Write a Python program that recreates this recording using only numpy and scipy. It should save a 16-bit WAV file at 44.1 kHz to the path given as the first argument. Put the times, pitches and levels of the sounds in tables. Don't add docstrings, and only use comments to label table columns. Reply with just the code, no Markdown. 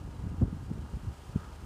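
import sys
import numpy as np
from scipy import signal
from scipy.fft import rfft, irfft
from scipy.io import wavfile

SR = 44100
rng = np.random.default_rng(int(sys.argv[2]) if len(sys.argv) > 2 else 0)


def materialize(psi):
    bounded = np.clip(np.atleast_2d(psi).T, -1, 1)
    quanta = np.round(bounded * 32767).astype(np.int16)
    wavfile.write(sys.argv[1], SR, quanta)


N = 72765
T = np.arange(N) / SR

# pitch_hz, level_db
WASH_COLOUR = [(100, 4), (300, 7), (420, 5), (540, 1.5), (900, 3), (1100, 0), (1400, -2), (2000, -11.5),
               (3000, -28), (6000, -56)]
# pitch_hz, level_db
GRASS_COLOUR = [(1000, -5), (2200, 3.5), (3100, 6), (3600, 1.5), (5000, 2), (5700, -0.5), (6800, 0),
                (9200, -2), (10200, -6), (12500, -9.5), (15500, -13)]
# time_s, level_db
GRASS_LEVEL = [(0, -65), (.6, -65), (1.25, -62.5), (1.65, -62)]
# pitch_hz, level_db
MACHINE_TONES = [(403.7, -73.5), (942.1, -71.5), (1227, -70), (1287, -78), (1405, -78), (1464, -85),
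                 (1516, -91), (1647, -77), (2805, -81), (3171, -86), (5782, -100)]
# pitch_hz, level_db
RUSH_COLOUR = [(900, -3), (1290, 4), (1650, -8), (2200, -17), (5000, -41)]
# middle_s, level_db, pitch_hz
FAR_CHIRPS = [(.16, -67.5, 4000), (.75, -71, 8700), (.76, -65, 1880), (1.225, -67, 3170)]
# time_s, level_db
WIND_LEVEL = [(0, -39), (.2, -40), (.28, -36.5), (.37, -39), (.47, -38), (.6, -40), (.73, -37.5),
              (.77, -38), (.82, -34), (.88, -46), (.95, -37), (1.01, -46.5), (1.07, -34), (1.14, -45.5),
              (1.31, -49), (1.39, -36), (1.44, -45.5), (1.58, -48), (1.65, -40)]
# pitch_hz, level_db
RUMBLE_COLOUR = [(20, -11), (35, 0.5), (65, 4.5), (110, -2), (170, -8.5), (250, -16), (320, -20.5),
                 (420, -28), (700, -45.5), (1500, -67), (6000, -100)]
# pitch_hz, level_db
PUFF_COLOUR = [(220, 2.5), (300, -12), (400, 2.5), (540, -12.5), (750, -13.5), (1100, -27), (2000, -44),
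               (5000, -72)]
# middle_s, level_db, pitch_hz, puff_db (relative to the thump)
SWIRLS = [(0.09, -37, 71, -17), (0.197, -29.5, 65, -25), (.242, -27.5, 131, -18), (0.271, -27.5, 156, -25),
          (0.309, -24.5, 60, -26), (.343, -31.5, 180, -29), (0.4201, -15, 178, -16),
          (0.424, -16.5, 95, -26.5), (.435, -10.5, 101, -28), (0.453, -27.5, 181, -21.5),
          (.48, -28.5, 203, -16.5), (.531, -24.5, 167, -28), (0.571, -33, 174, -30), (0.687, -38, 70, -30),
          (0.702, -37, 108, -5.5), (0.716, -20.5, 161.6, -26), (.825, -31.5, 100, -31),
          (0.9384, -25.5, 112, -21), (.97, -31, 120, -32), (1.035, -33.5, 153, -32),
          (1.085, -24.5, 77, -32), (1.298, -32, 105, -33), (1.3617, -16.5, 155, -26),
          (1.375, -30.5, 80.6, -26)]


def from_db(db):
    return 10 ** (np.asarray(db) / 20)


def rms_one(x):
    return x / np.sqrt(np.mean(x ** 2) + 1e-20)


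def in_time(rows):
    return np.interp(T, *np.transpose(rows))


def bell(x, centre, width):
    return np.exp(-((x - centre) / width) ** 2 / 2)


def drift(rate_hz):
    hz = np.fft.rfftfreq(2 * N, 1 / SR)
    slow = rms_one(irfft(rfft(rng.standard_normal(2 * N)) / (1 + (hz / rate_hz) ** 2))[:N])
    return rms_one(np.tanh((slow - slow.mean()) / 2))


def noise(colour):
    hz = np.fft.rfftfreq(N, 1 / SR) + 1e-6
    pitch_hz, level_db = np.transpose(colour)
    gain = from_db(np.interp(np.log(hz), np.log(pitch_hz), level_db))
    gain *= np.minimum(hz / pitch_hz[0], 1) ** 2
    return rms_one(irfft(rfft(rng.standard_normal(N)) * gain, N))


def keep_side(x, hz, side):
    return signal.sosfiltfilt(signal.butter(2, hz, side, fs=SR, output="sos"), x)


def surroundings(level_db=-55):
    return from_db(level_db) * noise(WASH_COLOUR)


def grass(waver_db=0.89):
    return from_db(in_time(GRASS_LEVEL) + waver_db * drift(rate_hz=44)) * noise(GRASS_COLOUR)


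def machine(wander_hz=2.18, waver_db=1, swell_db=6.5, rush_db=-56.5):
    swell = bell(T, centre=1.426, width=0.056)
    out = from_db(rush_db) * swell * noise(RUSH_COLOUR)
    for pitch_hz, level_db in MACHINE_TONES:
        phase = 2 * np.pi * np.cumsum(pitch_hz + wander_hz * drift(rate_hz=4.5)) / SR
        lift_db = swell_db * bell(pitch_hz, centre=1320, width=380) * swell
        gain = from_db(level_db + lift_db + waver_db * drift(rate_hz=4.5))
        out += gain * np.sqrt(2) * np.sin(phase)
    return out


def chirps(width_s=0.0099, blur_hz=120):
    out, hz = np.zeros(N), np.fft.rfftfreq(N, 1 / SR)
    for middle_s, level_db, pitch_hz in FAR_CHIRPS:
        band = bell(hz, pitch_hz, blur_hz)
        note = rms_one(irfft(rfft(rng.standard_normal(N)) * band, N))
        out += from_db(level_db) * bell(T, middle_s, width_s) * note
    return out


def rumble(split_hz=144, low_lump_db=-0.5, high_lump_db=3.5, high_growth=0.28, boost_db=0.5):
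    wind_db = in_time(WIND_LEVEL)
    lumps = drift(rate_hz=91)
    air = noise(RUMBLE_COLOUR)
    low = keep_side(air, split_hz, "low")
    high = air - low
    flutter_db = high_lump_db * lumps + high_growth * (wind_db - wind_db.mean())
    lumpy_air = low * from_db(low_lump_db * lumps) + high * from_db(flutter_db)
    return from_db(wind_db + boost_db) * rms_one(lumpy_air)


def swing(middle_s, pitch_hz, width_cycles=0.34):
    return np.sin(2 * np.pi * pitch_hz * (T - middle_s)) * bell(T, middle_s, width_cycles / pitch_hz)


def thumps(churn_db=-14.5, slap_db=-23, slap_hz=515):
    out, churn_noise, puff_noise = np.zeros(N), noise(RUMBLE_COLOUR), noise(PUFF_COLOUR)
    for middle_s, level_db, pitch_hz, puff_db in SWIRLS:
        churn = from_db(churn_db) * bell(T, middle_s + 0.00038, width=0.0099) * churn_noise
        puff = from_db(puff_db) * bell(T, middle_s + 0.00017, width=0.0041) * puff_noise
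        out += from_db(level_db) * (swing(middle_s, pitch_hz) + churn + puff)
    middle_s, level_db, _, _ = max(SWIRLS, key=lambda swirl: from_db(swirl[1]) * swirl[2] ** 2)
    return out + from_db(level_db + slap_db) * swing(middle_s, slap_hz)


def scene(low_cut_hz=41):
    wind = keep_side(rumble() + thumps(), low_cut_hz, "high")
    field = surroundings() + grass() + machine() + chirps()
    return (wind + field)[None]


def record(dry):
    top_hz = 15400
    return signal.sosfilt(signal.ellip(12, .1, 80, top_hz, fs=SR, output="sos"), dry)


dry = scene()
out = record(dry)
materialize(out)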